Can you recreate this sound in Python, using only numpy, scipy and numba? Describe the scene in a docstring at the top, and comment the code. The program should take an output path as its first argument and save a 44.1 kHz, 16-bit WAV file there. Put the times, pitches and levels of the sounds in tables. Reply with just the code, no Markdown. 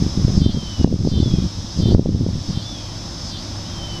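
"""Wind thumps on the microphone while a cicada buzzes at the edge of a wood, over a chorus of others.
The cicada clicks its timbal, a stiff patch of skin, so fast that its hollow belly rings; about every
0.7 s the song sags and recovers. A bird whistles falling notes, some hoarse, and a far machine hums.
The hardest blows of wind make the recorder's limiter turn everything down for a moment."""
import sys
import numpy as np
from scipy import signal
from scipy.fft import rfft, irfft
from scipy.io import wavfile
from scipy.ndimage import uniform_filter1d
from numba import njit

SR = 44100
rng = np.random.default_rng(int(sys.argv[2]) if len(sys.argv) > 2 else 0)


def log_audio(samples):
    """Write samples as a 16-bit WAV file to the path given in sys.argv[1]."""
    # one column per channel
    frames = np.atleast_2d(samples).T
    # limit to full scale, then quantise
    limited = np.clip(frames, -1, 1)
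    pcm = np.round(limited * 32767).astype(np.int16)
    wavfile.write(sys.argv[1], SR, pcm)


N = 176400

# sags in the cicada's song: start t/s, end t/s, level/dB added to SAG_DB
SONG_SAGS = [(0.411, .495, 5), (1.112, 1.189, 4), (1.817, 1.895, 5), (2.533, 2.604, 2), (3.322, 3.359, 1.5)]
# how hard the cicada sings: t/s, level/dB added to SONG_DB
SONG_EFFORT = [(0, 3.5), (.4, 2.5), (.7, -0.5), (1.1, 2), (1.4, -0.5), (1.8, 0), (2.3, -1.5), (2.8, -0.5),
               (3.25, 3.5), (3.6, 1), (4, -1.5)]
# ring of its slack belly: f/Hz, relative level/dB
BELLY_SPECTRUM = [(2000, -44), (2720, -23), (2940, -3.5), (3150, -1.5), (3570, 0.5), (3780, -13),
                  (4000, -4.5), (4410, -7), (4830, -6.5), (5250, -13), (5700, -23), (7000, -37)]
# gusts: start t/s, end t/s, first level/dB, last level/dB
WIND_GUSTS = [(-.05, 0.079, -16, -19.5), (0.078, 0.156, -26, -22), (0.166, 0.348, -16, -16),
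              (0.356, 0.586, -12.5, -15), (.58, 0.794, -29.5, -32), (0.796, 1.254, -12, -11.5),
              (1.247, 1.47, -16.5, -16.5), (1.553, 1.664, -25, -27.5), (1.77, 2.011, -12.5, -10.5),
              (2.021, 2.413, -9, -19.5), (2.485, 2.596, -15.5, -34)]
# wind rumble: f/Hz, relative level/dB
WIND_SPECTRUM = [(15, 1), (35, -13.5), (75, 5), (130, 1.5), (190, 2), (270, -7.5), (380, -20.5),
                 (550, -35.5), (900, -52), (2000, -63.5)]
# single hard blows of wind: t/s, relative level/dB, half length/s
WIND_BLOWS = [(0.024, -1.5, 0.0017), (0.066, -6, 0.0015), (0.176, -3.5, 0.0018), (0.25, 1, 0.0022),
              (0.282, -6, 0.0011), (0.379, 0.5, 0.002), (0.419, -1, 0.0018), (0.463, 1.5, 0.0015),
              (0.629, -14.5, .0013), (0.846, 9, 0.0013), (0.876, -6, 0.00083), (0.927, 1.5, 0.0011),
              (0.942, -1.5, 0.0014), (1.074, 1, 0.001), (1.203, -1.5, 0.0015), (1.261, -7, 0.0013),
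              (1.34, 1, 0.0019), (1.386, -5.5, 0.0018), (1.921, -7, 0.00083), (1.932, -8, 0.0013),
              (1.949, 8.5, 0.0012), (1.96, 3, 0.0046), (1.983, -2.5, .001), (1.995, 7, .0011),
              (2.06, 1.5, 0.00097), (2.092, 0.5, .0014), (2.149, 0, 0.0015), (2.211, -1.5, 0.0015),
              (2.265, -3.5, 0.001), (2.575, -8, 0.002)]
# clear bird notes, one list each: t/s, f/Hz, level/dB
CLEAR_CALLS = [
    [(.44, 2930, -55), (.47, 3160, -47), (.515, 3270, -43), (.6, 3160, -39.5), (.71, 3040, -41.5),
     (.84, 2900, -45), (.9, 2810, -60)],
    [(3.645, 2800, -60), (3.665, 3060, -42), (3.69, 3210, -48), (3.74, 3200, -45), (3.81, 3110, -38),
     (3.93, 3045, -38.5), (4.04, 2910, -40)],
]
# hoarse bird notes, one list each: t/s, f/Hz, level/dB
HOARSE_CALLS = [
    [(1.17, 3500, -55), (1.21, 3570, -37), (1.28, 3400, -40), (1.41, 3230, -47), (1.52, 3000, -60)],
    [(2.61, 3250, -63), (2.66, 3480, -39.5), (2.715, 3500, -41), (2.79, 3260, -43.5), (2.98, 3100, -56)],
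]
# the other cicadas: f/Hz, relative level/dB
CHORUS_SPECTRUM = [(2200, -26), (2800, -15), (3150, -9), (3550, -2), (3900, -2), (4250, -8.5), (4600, 0),
                   (4880, -14), (5140, 5.5), (5400, -1.5), (5700, -2), (5950, -1), (6150, -11), (6350, -4),
                   (6700, -12.5), (7100, -16.5), (8200, -16.5), (8800, -29), (10500, -25.5), (15000, -43)]
# tones of the far machine: f/Hz, average level/dB
HUM_TONES = [(102, -35.5), (171.5, -44.5), (297.3, -50), (341.3, -51)]
# outdoor air: f/Hz, relative level/dB
AIR_SPECTRUM = [(20, -5), (55, 5), (120, -0.5), (220, -3), (330, -7), (420, -18.5), (580, -11.5),
                (800, -15), (1100, -16.5), (1500, -22), (2200, -25.5), (4000, -25), (8000, -36.5),
                (11000, -44.5), (15000, -51)]
# slow swell of the air: t/s, level/dB added to AIR_DB
AIR_LEVELS = [(0, 1), (1.5, -2.5), (3, -0.5), (4, 2)]

SONG_DB, SAG_DB, SWELL_DB = -39, -4.5, 3  # base level; change in a sag; swell before it
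FALL_S, RISE_S, SWELL_S = .055, .06, .085  # time into a sag, out of it, and to swell
TAUT_HZ, SLACK_HZ = 265.6, 210  # timbal cycles a second: full song, sag
TAUT_JITTER, SLACK_JITTER, RISE_JITTER = .022, .002, .041  # unevenness, as a share of that rate
BODY_TAUT_HZ, BODY_SAG_HZ, BODY_LOW_HZ = 5273, 4880, 3970  # main ring: full song, sag start, sag end
TAUT_WIDTH_HZ, SLACK_WIDTH_HZ = 340, 1130
UPPER_HZ, UPPER_WIDTH_HZ, UPPER_DB = 5970, 600, -8  # higher ring of the taut belly
GUST_EDGE_S, EDDIES_PER_S, EDDY_SPREAD_DB, EDDY_CEILING = .028, 170, .5, 2.1
SNAP_HZ, SNAP_WIDTH_HZ = 405, 200
HOARSE_ONSET_S, HOARSE_FADE_S = .15, .056
HOARSE_WOBBLE, UNDERTONE_RATIO, UNDERTONE_DB = .022, .76, -7  # at a roughness of 1
CHORUS_COUNT, CHORUS_DB, AIR_DB = 7, -38.5, -32
ECHO_S = .19  # time for the trees' echo to fade by 60 dB
LIMIT, ATTACK_S, RELEASE_DB_PER_S, TOP_HZ = .78, .0015, 18, 14950


def cicada():
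    """Fast, rough clicks ring the belly; in each sag they slow and steady, and the ring drops lower."""
    t = clock()
    slack = blend = rising = drop_hz = db = 0
    for start, end, sag_db in SONG_SAGS:
        times = [start - FALL_S, start, end, end + RISE_S]
        sag = np.interp(t, times, [0, 1, 1, 0])
        slack += sag
        # fade from the taut sound to the slack one
        blend += np.interp(t, [start - FALL_S / 2, start + FALL_S / 2, end, end + RISE_S], [0, 1, 1, 0])
        rising += sag * (t > end)
        drop_hz += np.interp(t, times, [0, BODY_TAUT_HZ - BODY_SAG_HZ, BODY_TAUT_HZ - BODY_LOW_HZ, 0])
        db += (SAG_DB + sag_db) * sag
        db += np.interp(t, [times[0] - SWELL_S, times[0], start], [0, SWELL_DB, 0])
    jitter = TAUT_JITTER + (SLACK_JITTER - TAUT_JITTER) * slack ** 2 + RISE_JITTER * rising
    clicks = timbal(TAUT_HZ + (SLACK_HZ - TAUT_HZ) * slack, jitter)
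    width_hz = TAUT_WIDTH_HZ + (SLACK_WIDTH_HZ - TAUT_WIDTH_HZ) * slack
    body = (1 - blend ** 2) * ring(clicks, BODY_TAUT_HZ - drop_hz, width_hz)
    upper = undb(UPPER_DB) * (1 - slack ** 2) * ring(clicks, UPPER_HZ, UPPER_WIDTH_HZ)
    belly = blend * colour(clicks, BELLY_SPECTRUM)
    effort_db = np.interp(t, *np.array(SONG_EFFORT).T)
    return level(body + upper + belly, SONG_DB) * undb(db + effort_db)


def timbal(hz, jitter, click_s=3e-5, outward_gain=.7):
    """In each cycle the timbal clicks inward, then more weakly outward."""
    cycles = np.cumsum(hz * (1 + jitter * wander(500))) / SR
    click = lambda p: np.exp(-((p % 1 - .5) / hz / click_s) ** 2)
    return click(cycles) - outward_gain * click(cycles + .5)


def wind():
    """Eddies, small swirls of air, thump the microphone at random, more sharply in strong gusts."""
    t = clock()
    eddies = (rng.random(N) < EDDIES_PER_S / SR) * rng.choice([-1, 1], N)
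    rumble = colour(eddies * undb(EDDY_SPREAD_DB * rng.standard_normal(N)), WIND_SPECTRUM)
    rumble /= np.sqrt(uniform_filter1d(rumble ** 2, size=3500) + 1e-12)  # even out the loudness
    force = 0
    for start, end, first_db, last_db in WIND_GUSTS:
        fade = np.clip(np.minimum(t - start, end - t) / GUST_EDGE_S + .5, 0, 1)
        force += fade * undb(np.interp(t, [start, end], [first_db, last_db]))
    snap = level(ring(rumble, SNAP_HZ, SNAP_WIDTH_HZ), db=-.5)
    return force * EDDY_CEILING * np.tanh((rumble + force * snap) / EDDY_CEILING)


def blows():
    """Each hard eddy pushes and then pulls the thin skin inside the microphone."""
    t, thumps = clock(), 0
    for peak_s, db, half_s in WIND_BLOWS:
        offset = (t - peak_s) / half_s
        thumps -= 2 * undb(db) * offset / (1 + offset ** 2 / 2) ** 3
    return thumps


def bird_note(rows, hoarse):
    """A falling whistle; a hoarse one breaks into a wobble with a second, lower voice."""
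    t = clock()
    times, hz, db = np.array(rows, float).T
    roughness = hoarse * np.clip((t - times[0] - HOARSE_ONSET_S) / HOARSE_FADE_S + .5, 0, 1)
    pitch = np.interp(t, times, hz) * (1 + (.0025 + HOARSE_WOBBLE * roughness) * wander(420))
    phase = 2 * np.pi * np.cumsum(pitch) / SR
    loudness = uniform_filter1d(np.interp(t, times, undb(db), left=0, right=0), size=200)
    undertone = roughness * undb(UNDERTONE_DB) * np.sin(UNDERTONE_RATIO * phase)
    return np.sqrt(2) * loudness * undb(wander(90)) * (np.sin(phase) + undertone)


def bird():
    """A bird whistles clear and hoarse notes."""
    clear = sum(bird_note(rows, hoarse=0) for rows in CLEAR_CALLS)
    return clear + sum(bird_note(rows, hoarse=.83) for rows in HOARSE_CALLS)


def chorus():
    """Farther cicadas click, each at its own rate, blurred by the leaves and mixed with hiss."""
    clicks = 0
    for _ in range(CHORUS_COUNT):
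        hz = TAUT_HZ * rng.uniform(.8, 1.2) * (1 + .02 * wander(6))
        clicks += timbal(hz, jitter=.05)
    blur = level(trees(clicks, echo_db=1)) + rng.standard_normal(N)
    return level(colour(blur, CHORUS_SPECTRUM), CHORUS_DB)


def trees(x, echo_db):
    """The trees scatter a sound, adding a short, soft echo."""
    t = clock()[:SR // 2]
    tail = rng.standard_normal(len(t)) * np.exp(-np.log(1000) * t / ECHO_S)
    return x + undb(echo_db) * signal.fftconvolve(x, tail / np.linalg.norm(tail))[:N]


def machine(waver_db=2.6, waver_hz=2.11):
    """A far machine hums low tones that waver in loudness and pitch."""
    hum = 0
    for hz, db in HUM_TONES:
        loudness = np.sqrt(2) * undb(db + waver_db * wander(7.5))
        hum += loudness * np.sin(2 * np.pi * np.cumsum(hz + waver_hz * wander(13)) / SR)
    return hum


def air():
    """The outdoor air makes a soft rush that slowly sinks and swells."""
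    rush = level(colour(rng.standard_normal(N), AIR_SPECTRUM), AIR_DB)
    return rush * undb(np.interp(clock(), *np.array(AIR_LEVELS).T))


def undb(db):
    """Turn decibels into a multiplier."""
    return 10 ** (np.asarray(db) / 20)


def level(x, db=0):
    """Scale a sound to an average (rms) level."""
    return x * undb(db) / np.sqrt(np.mean(x ** 2))


def clock():
    """The time of every sample, in seconds."""
    return np.arange(N) / SR


def wander(rate):
    """A smooth random drift, about 1 in size, that turns `rate` times a second."""
    step = max(int(SR / rate), 1)
    return level(uniform_filter1d(np.repeat(rng.standard_normal(N // step + 1), step), step)[:N])


def colour(x, points):
    """Shape a sound's lows and highs along (f/Hz, level/dB) points."""
    hz, db = np.array(points, float).T
    f = np.maximum(np.arange(N // 2 + 1) * SR / N, 1)
    return irfft(rfft(x) * undb(np.interp(np.log(f), np.log(hz), db)), N)


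@njit
def band_pass(x, hz, width):
    """Keep the sound near one frequency; the centre and width can move."""
    y, band, low = np.empty(len(x)), 0., 0.
    for i in range(len(x)):
        tuning, damping = np.tan(np.pi * hz[i] / SR), width[i] / hz[i]
        swing = (band + tuning * (x[i] - low)) / (1 + tuning * (tuning + damping))
        band, low = 2 * swing - band, low + 2 * tuning * swing
        y[i] = damping * swing
    return y


def ring(x, hz, width):
    """Make a sound ring near one frequency, using two filters in a row."""
    hz, width = hz * np.ones(N), width * np.ones(N)
    return band_pass(band_pass(x, hz, width), hz, 3 * width)


def scene():
    """All the sounds meet at one microphone."""
    singers = trees(cicada() + bird(), echo_db=-14)
    return (singers + chorus() + air() + machine() + wind() + blows())[None]


def record(dry):
    """The limiter turns the sound down quickly when it gets too loud, then slowly back up."""
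    release_db = RELEASE_DB_PER_S * clock()
    over_db = 20 * np.log10(np.maximum(np.abs(dry[0]) / LIMIT, 1))
    held_db = np.maximum.accumulate(over_db + release_db) - release_db
    smoothing = np.exp(-1 / (ATTACK_S * SR))
    ducked = dry * undb(-signal.lfilter([1 - smoothing], [1, -smoothing], held_db))
    rounded = ducked / (1 + ducked ** 14) ** (1 / 14)  # soften peaks that slip past
    treble_cut = signal.ellip(10, .1, 80, TOP_HZ, fs=SR, output="sos")
    return signal.sosfilt(treble_cut, rounded)


dry = scene()
out = record(dry)
log_audio(out)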